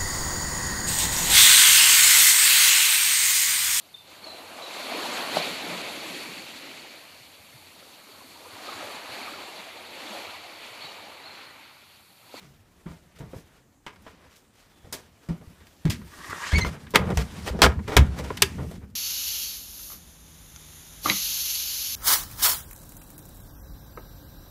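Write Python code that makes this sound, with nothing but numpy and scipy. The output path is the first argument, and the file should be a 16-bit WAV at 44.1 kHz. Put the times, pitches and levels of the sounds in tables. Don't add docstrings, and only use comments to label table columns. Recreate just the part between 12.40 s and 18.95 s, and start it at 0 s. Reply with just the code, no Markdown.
import sys
import numpy as np
from scipy import signal
from scipy.io import wavfile

SR = 44100
rng = np.random.default_rng(int(sys.argv[2]) if len(sys.argv) > 2 else 0)


def volts(x):
    e = np.asarray(x, float) / 20
    return 10 ** e


def pcm_store(signal):
    levels = np.round(np.clip(np.atleast_2d(signal), -1, 1) * 32767)
    wavfile.write(sys.argv[1], SR, levels.astype(np.int16).T)


N = 288969
BANDS = 30 * 2 ** np.arange(0, 9.1, 1 / 3)
UPPER_BANDS = list(zip(BANDS[9:], BANDS[10:]))


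def rms_one(x):
    return x / np.sqrt(np.mean(x ** 2) + 1e-20)


def in_time(rows):
    s, *columns = np.transpose(rows)
    return [np.interp(np.arange(N) / SR, s, c) for c in columns]


def faded(rows, fade_s):
    before = (rows[0][0] - fade_s, rows[0][1], -120)
    after = (rows[-1][0] + fade_s, rows[-1][1], -120)
    return in_time([before, *rows, after])


def at_hz(hz, points_hz, values):
    share = [np.interp(np.log(hz), np.log(points_hz), row) for row in np.eye(len(points_hz))]
    return sum(w * v for w, v in zip(share, values))


def drift(rate_hz):
    r = np.exp(-80 * np.pi * rate_hz / SR)
    white = rng.standard_normal(N // 40 + 2002)
    slow = signal.lfilter([1], [1, -2 * r, r * r], white)[2000:]
    return np.interp(np.arange(N) / 40, np.arange(len(slow)), rms_one(slow))


def bandpass(low_hz, high_hz):
    return signal.butter(2, [low_hz, high_hz], "band", fs=SR, output="sos")


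def band(x, low_hz, high_hz):
    return signal.sosfilt(bandpass(low_hz, min(high_hz, .45 * SR)), x + 1e-18)


def ring(x, hz, t60):
    r, w = volts(-60 / (t60 * SR)), 2 * np.pi * hz / SR
    return signal.lfilter([0, np.sin(w)], [1, -2 * r * np.cos(w), r * r], x + 1e-18)


def gliding(x, hz, width_hz, size=256):
    out, state, r = np.zeros(N), np.zeros(2), np.exp(-np.pi * width_hz / SR)
    b = np.array([1, 0, -1]) * (1 - r * r) / 2
    for i in range(0, N, size):
        a = [1, -2 * r * np.cos(2 * np.pi * hz[i] / SR), r * r]
        out[i:i + size], state = signal.lfilter(b, a, x[i:i + size], zi=state)
    return out


def grains(per_s, spread_db):
    sizes = volts(spread_db * np.minimum(rng.exponential(1, N), 4)) * rng.choice([-1, 1], N)
    return rms_one(sizes * (rng.random(N) < per_s / SR))


def steady(spectrum, patchy_db, patch_rate_hz):
    hz, level_db = np.transpose(spectrum)
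    white, out = rng.standard_normal((2, N)), np.zeros(N)
    for k, (low, high) in enumerate(zip(BANDS, BANDS[1:])):
        if low < hz[-1]:
            band_db = at_hz(np.sqrt(low * high), hz, level_db) + patchy_db * drift(patch_rate_hz)
            out += volts(band_db) * band(white[k % 2], low, high)
    return rms_one(out)


# time in seconds, level in dB at 1.7 kHz before flutter,
# level at 8 kHz in dB relative to it.
RUSTLE = [(0, -63, -1), (.3, -65, -4), (.55, -61.5, -2.5), (.72, -62.5, -5), (.94, -57.5, -2.5),
          (1.4, -70.5, -7.5), (1.52, -62, -7), (1.83, -57, -8), (2.0, -66, -5), (2.25, -64.5, -5.5),
          (2.53, -57, -3), (2.72, -61.5, -5.5), (3.42, -61, 0), (3.5, -60.5, -2.5), (3.8, -51, 2.5),
          (3.95, -44, -1), (4.08, -32, -5), (4.14, -30.5, -8.5), (4.35, -53, -2), (4.53, -59, -3),
          (4.71, -50, -3), (5.05, -45.5, -1.5), (5.2, -51, -7.5), (5.4, -58.5, -0.5), (5.72, -47, -6.5),
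          (6.05, -50, -4), (6.3, -57.5, 2), (6.55, -69.5, -7)]


def rustle(patchy_db=1.46, flutter_db=1.5, lumps=0.24, top_follows=1.2, press=0.54, thin=1.37):
    level_db, high_db = in_time(RUSTLE)
    low_db = -3 - 0.28 * high_db - thin * np.maximum(level_db + 44.5, 0)
    top_db = top_follows * high_db - press * np.maximum(level_db + 62.5, 0)
    soft, knocks = [grains(12000, 2.3), grains(12000, 2.0)], grains(600, 3.6)
    out = np.zeros(N)
    for k, (low, high) in enumerate(UPPER_BANDS):
        colour_db = at_hz(np.sqrt(low * high), [550, 1700, 8000, 15000], [low_db, 0, high_db, top_db])
        source = soft[k % 2] + lumps * knocks * (high < 1500)
        equal_power = np.sqrt(2000 / (high - low))
        out += volts(colour_db + patchy_db * drift(12)) * band(source, low, high) * equal_power
    return out * volts(level_db + flutter_db * drift(15))


# frequency in Hz, level in dB.
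RUMBLE = [(15, -50), (25, -19.5), (54, -10), (70, 6.5), (130, -5), (188, 3), (292, -18), (400, -9),
          (520, -71), (880, -120)]
# time in seconds, rumble level in dB.
HANDLING = [(0, -51.5), (.25, -66), (.9, -60.5), (1.2, -70.5), (1.42, -76), (1.55, -59.5), (1.83, -57),
            (2.0, -74), (2.35, -63.5), (2.5, -59), (2.85, -65), (3.1, -59), (3.4, -61), (3.62, -48),
            (3.8, -58), (4.1, -54), (4.3, -45.5), (4.5, -44.5), (4.71, -27), (4.89, -41), (5.14, -36),
            (5.4, -46.5), (5.8, -39.5), (6.0, -39), (6.2, -36), (6.55, -47.5)]


def rumble(shudder_db=-15, shudder_t60_s=0.31):
    level_db, = in_time(HANDLING)
    kicks = np.zeros(N)
    for s, db, *_ in THUMPS:
        kicks[round(s * SR)] = volts(db + shudder_db)
    shudder = signal.lfilter([1], [1, -volts(-60 / (shudder_t60_s * SR))], kicks)
    shudder = signal.lfilter(np.hanning(SR // 50) / (SR // 100), [1], shudder)
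    return (volts(level_db) + shudder) * steady(RUMBLE, patchy_db=4.0, patch_rate_hz=28.0)


# frequency in Hz, level in dB.
HISS = [(18, -34), (30, 10.5), (85, 11), (177, 8.5), (606, -5), (656, -3.5), (1820, -20), (2360, -31),
        (6890, -13.5), (14300, -24), (15500, -33)]


def room_hiss(level_db=-63.5):
    return volts(level_db) * steady(HISS, patchy_db=3.5, patch_rate_hz=4.3)


COLOUR_HZ = [250, 550, 1200, 2400, 5000, 11000]


def colour(rows, hz, small_db=-8, lean=0.19, dull_db=-0.5, dull_follows=-0.12):
    _, level_db, low_db, high_db = rows[:, :4].T
    middle_db = lean * low_db + dull_db + dull_follows * high_db
    presence_db = 4 + 0.62 * high_db
    return level_db + at_hz(hz, COLOUR_HZ, [low_db + small_db, low_db, middle_db, 0, presence_db, high_db])


# start in seconds, level in dB at 2.4 kHz before scatter and path gains,
# levels at 550 Hz and at 11 kHz in dB relative to it, rattle t60 in seconds at 1.7 kHz (held to 0.01-0.5).
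CLACKS = [(0.46, -49, 3.5, -54, 0.3), (0.786, -51, 0, 0.5, 0.24), (0.8066, -50, 9, -44, 0.21),
          (0.9328, -56, 24.5, -44, 0.1), (1.4642, -31, -15, -20, 0.16), (1.559, -46, -15, -15, 0.05),
          (1.6204, -64, -15, 10.5, .09), (1.6655, -46.5, 4, -75, 0.064), (1.9574, -61.5, -14, 7, 0.4),
          (2.5251, -33, -6.5, 4.5, 0.22), (2.8867, -42.5, 5.5, -10, 0.23), (3.012, -58, 12, -30, 0.13),
          (3.204, -46.5, -7.5, -15, 0.1), (3.2685, -43, -33, -8.5, 0.043), (3.453, -32, -3.5, -11, 0.17),
          (3.4986, -24.5, -51, -2.5, 0.19), (3.6142, -44, -4, -31, 0.068), (3.7873, -41.5, -1, -12, .05),
          (3.898, -36.5, -15, -4, 0.15), (3.9282, -26.5, 0.5, -74, 0.014), (4.1194, -21, -14.5, -16, 0.066),
          (4.1345, -29, -3, -12, 0.095), (4.1827, -17.5, -9, -9, 0.088), (4.248, -24, -14, -48, .031),
          (4.467, -36.5, -34, -31, 0.085), (4.506, -54, 3, 15.5, 0.081), (4.5382, -26.5, 7.5, -17, 0.23),
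          (4.5473, -8.5, -12, -20, 0.028), (4.556, 2.9, -23, -12, 0.041), (4.7024, -30, 5.5, -10, 0.088),
          (4.7725, -21, -3, -4, 0.053), (5.1899, -36.5, 8.5, -11.5, 0.21), (5.218, -1, -11.5, -10.5, 0.09),
          (5.2387, -16.5, 5, -19, 0.098), (5.2627, -10.5, -7.5, -46.5, 0.036), (5.3912, -38.5, 5, -70, .04),
          (5.478, -39, 13, -6, 0.36), (5.5168, -34.5, -8, -53, .12), (5.5664, -2.5, -14, -9.5, 0.081),
          (5.7864, -48, 12.5, -3, 0.11), (5.8396, -41.5, -8.5, -1, 0.11), (5.903, -37, 12.5, -60, 0.056),
          (5.9708, -25, -44.5, -6.5, 0.062), (6.0207, -1, -41.5, -2.5, 0.045),
          (6.183, -49.5, 2.5, -48.5, 0.057), (6.2278, -52, 17, -15, 0.2), (6.3125, -49.5, 10, 0.5, 0.15),
          (6.5008, -62, 1, 10, .041)]
# time of the peak in seconds, level in dB at 2.4 kHz before scaling
# by path gains, levels at 550 Hz and at 11 kHz in dB relative to it, time from peak to silence in seconds
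RUBS = [(0.03, -51.5, -5, -12, .087), (0.51, -56.5, -9, -3, .056), (0.772, -51, -7, -11, .03),
        (0.973, -63, 7, 9.5, .066), (1.18, -60, -1, -11, .057), (1.687, -50, -5, -10.5, .062),
        (1.936, -53.5, -19, -8, .069), (2.207, -56, -11, -4, .11), (2.455, -58, 11.5, -14, .042),
        (4.268, -35.5, 4.5, -8, .046), (4.351, -44, 0.5, -30, .053), (4.633, -43.5, 10, -42, .075),
        (4.7, -38.5, 14, -50, .04), (4.805, -32.5, 1, -8, .04), (4.993, -53, -7, -3, .035),
        (5.08, -28, 3.8, -9, .033), (5.153, -53.5, 27.5, -17.5, .04), (5.244, -18, -7, -6.5, .034),
        (5.317, -39, 3, -41, .024), (5.489, -36.5, -17.5, -28, .032), (5.541, -37.5, 4, -13, .05),
        (5.648, -48, 3, -34, .072), (5.791, -36.5, 8.5, -8.5, .039), (5.853, -42, 12, -13, .038),
        (6.2, -45, 15.5, -33.5, .036), (6.356, -50, -10.5, -9, .033), (6.432, -54, 7.5, -35.5, .036)]
# frequency in Hz, level in dB relative to the common mode gain,
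# t60 in seconds (held to 0.004-0.03).
BOTTLE = [(442, -1.5, 0.042), (593, -14.5, 0.057), (647, -3, 0.046), (924, -7.5, 0.048), (1015, -2, 0.051),
          (1150, -27, 0.0053), (1340, -12, 0.0056), (1658, -4, 0.022), (1820, -26.5, 0.017),
          (2260, -33.5, 0.014), (2664, -19.5, 0.045), (3250, -29, 0.0025), (3814, -24.5, 0.031)]


def contact_force(hz, shower, scatter_db, rub_db, treble_dies=0.17, first_db=12):
    hits, rubs, age = np.array(CLACKS), np.array(RUBS), np.arange(SR // 4) / SR
    envelope, first = np.zeros(N + len(age)), np.zeros(N)
    hit_db = colour(hits, hz) + scatter_db * rng.standard_normal(len(hits))
    t60 = np.clip(hits[:, 4], .01, .5) * (1700 / hz) ** treble_dies
    for s, db, t in zip(hits[:, 0], hit_db, t60):
        envelope[round(s * SR):][:len(age)] += volts(db - 60 * age / t)
        first[round(s * SR)] -= volts(db + first_db)
    for s, db, length in zip(rubs[:, 0], colour(rubs, hz), np.clip(rubs[:, 4], .01, .12)):
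        span = np.arange(max(round((s - length) * SR), 0), round((s + length) * SR))
        swell = np.cos(np.pi / 2 * (span / SR - s) / length) ** 2
        envelope[span] += volts(db + rub_db) * swell
    return envelope[:N] * shower + first


def contacts(direct_db=-3, modes_db=-24, direct_scatter_db=1.0, mode_scatter_db=2.0, rub_rings_db=-6):
    showers = [grains(7000, 5.33) for _ in range(2)]
    out = np.zeros(N)
    for k, (low, high) in enumerate(UPPER_BANDS):
        force = contact_force(np.sqrt(low * high), showers[k % 2], direct_scatter_db, 0)
        equal_power = np.sqrt(2000 / (high - low))
        out += volts(direct_db) * band(force, low, high) * equal_power
    for hz, level_db, t60 in BOTTLE:
        force = contact_force(hz, showers[0], mode_scatter_db, rub_rings_db)
        out += volts(level_db + modes_db) * ring(force, hz, np.clip(t60, .004, .03))
    return out


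# start in seconds, peak of the tone in dB before
# a slight waver, starting pitch in Hz, time to the widest swing in seconds (held to 0.003-0.06).
THUMPS = [(0.038, -53, 145, 0.031), (0.457, -32, 173.5, 0.01), (0.496, -37.5, 168, 0.012),
          (0.801, -33, 140.4, 0.0081), (0.835, -33, 145, 0.0054), (.932, -39, 196, .0037),
          (0.96, -31.5, 92, 0.0045), (2.444, -38.5, 90, 0.0031), (2.888, -20, 171, .012),
          (3.01, -49, 132, .0081), (3.074, -36.5, 75, 0.0061), (3.449, -14.5, 162.3, 0.01),
          (3.486, -15.5, 107, .007), (3.883, -39.5, 96, 0.018), (4.129, -10.5, 71.6, .01),
          (4.167, -15, 69, 0.0064), (4.225, -24, 74, 0.0068), (4.261, -22.5, 71.5, 0.011),
          (4.546, -28, 180, 0.018), (4.601, -20, 91, 0.0078), (4.695, -25.5, 190, 0.016),
          (4.769, -17.5, 65, 0.016), (5.106, -21.5, 65.6, 0.013), (5.234, -14, 60, 0.014),
          (5.263, -13.5, 75, 0.011), (5.368, -21.5, 78, 0.0099), (5.561, -13.5, 79, 0.012),
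          (5.579, -5.5, 76, 0.0097), (5.608, -12, 76.4, 0.01), (5.677, -31, 70.4, 0.029),
          (5.788, -26.5, 70.7, 0.037), (6.021, -32, 86.5, 0.019), (6.024, -22.5, 408, 0.0074),
          (6.178, -34, 137.4, 0.027)]


def thumps(sag=.03, body_db=-14, weight_db=-17):
    out, age = np.zeros(N + SR // 2), np.arange(SR // 2) / SR
    white = rng.standard_normal((2, N + SR // 2))
    small = rms_one(signal.sosfilt(bandpass(180, 330), white[0]))
    large = rms_one(signal.sosfilt(bandpass(100, 182), white[0]))
    floor = rms_one(signal.sosfilt(bandpass(35, 90), white[1]))
    for s, db, hz, swell in THUMPS:
        u = age / np.clip(swell, .003, .06)
        span = slice(round(s * SR), round(s * SR) + len(age))
        cycles = hz * age * (1 - sag * np.minimum(u, 4) / 4)
        if hz > 120:
            blur = volts(body_db) * small[span] + volts(weight_db) * floor[span]
        else:
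            blur = volts(body_db) * large[span]
        swing = u * np.exp(1 - u)
        out[span] -= volts(db) * (np.sin(2 * np.pi * cycles) + blur) * swing
    return out[:N] * volts(1.5 * drift(30))


# time in seconds, pitch in Hz, level in dB.
WHISTLE = [(2.28, 3640, -84), (2.36, 3440, -68), (2.65, 3400, -82), (2.7, 3350, -88)]


def whistle(width_hz=220):
    hz, level_db = faded(WHISTLE, .02)
    once = gliding(rng.standard_normal(N), hz, width_hz)
    return rms_one(gliding(once, hz, width_hz)) * volts(level_db)


# time in seconds, hollow resonance in Hz, level in dB before jerks.
DRAG = [(3.72, 1180, -56.5), (3.79, 1150, -50.5), (3.91, 1236, -37), (3.96, 1150, -42), (4.02, 1150, -32.5),
        (4.1, 1260, -37)]
# multiple of the hollow resonance, width in Hz, relative level in dB.
DRAG_MODES = [(.8, 110, -6), (1.0, 100, 0), (1.38, 130, -3), (1.6, 140, -2)]


def drag(jerk_db=2.5):
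    hz, level_db = faded(DRAG, 0.018)
    scrape = grains(2400, 4.0) * volts(2.2 * drift(60))
    out = np.zeros(N)
    for k, (multiple, width_hz, db) in enumerate(DRAG_MODES):
        out += (-1) ** k * volts(db) * gliding(scrape, multiple * hz, width_hz)
    return rms_one(out) * volts(level_db + jerk_db * drift(25))


# time in seconds, mean slips per second,
# level in dB before flutter and the partials' own levels.
SQUEAKS = [
    [(4.113, 1580, -28), (4.128, 1720, -28)],
    [(4.136, 2060, -28), (4.15, 2200, -26), (4.165, 2270, -24), (4.186, 2200, -26)],
    [(4.208, 2110, -27), (4.222, 2060, -24), (4.24, 2060, -29)],
    [(4.25, 2100, -38), (4.258, 2140, -37), (4.272, 2120, -42)],
]
SQUEAK_PARTIALS_DB = [-3.2, -13.5, -21, -36]


def squeaks(flutter_db=3.5):
    out = np.zeros(N)
    for rows in SQUEAKS:
        hz, level_db = faded(rows, .012)
        phase = 2 * np.pi * np.cumsum(hz * (1 + .011 * drift(400))) / SR
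        for k, db in enumerate(SQUEAK_PARTIALS_DB):
            flutter = flutter_db * np.sqrt(k + 1) * drift(150)
            out += np.sqrt(2) * volts(level_db + db + flutter) * np.sin((k + 1) * phase)
    return out


def kitchen(x, level_db=-16.5, dull_t60_s=0.26, bright_t60_s=0.16, split_hz=1860):
    age = np.arange(SR // 2) / SR
    echoes = rng.standard_normal((2, len(age))) * np.minimum(age / 0.0012, 1)
    dull = band(echoes[0], 120, split_hz) * volts(-60 * age / dull_t60_s)
    bright = band(echoes[1], split_hz, 15000) * volts(-60 * age / bright_t60_s)
    response = (dull + bright) / np.linalg.norm(dull + bright)
    return volts(level_db) * signal.fftconvolve(x, response)[:N]


def scene():
    near = contacts() + thumps() + drag() + squeaks()
    return (near + kitchen(near) + rustle() + rumble() + whistle() + room_hiss())[None]


def roll_off(x):
    return signal.sosfilt(signal.butter(12, 16450, fs=SR, output="sos"), x)


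def record(dry):
    cut = signal.sosfilt(signal.cheby2(12, 45, 15900, fs=SR, output="sos"), dry)
    mix = np.clip(cut, -1, 1)
    return roll_off(mix)


dry = scene()
out = record(dry)
pcm_store(out)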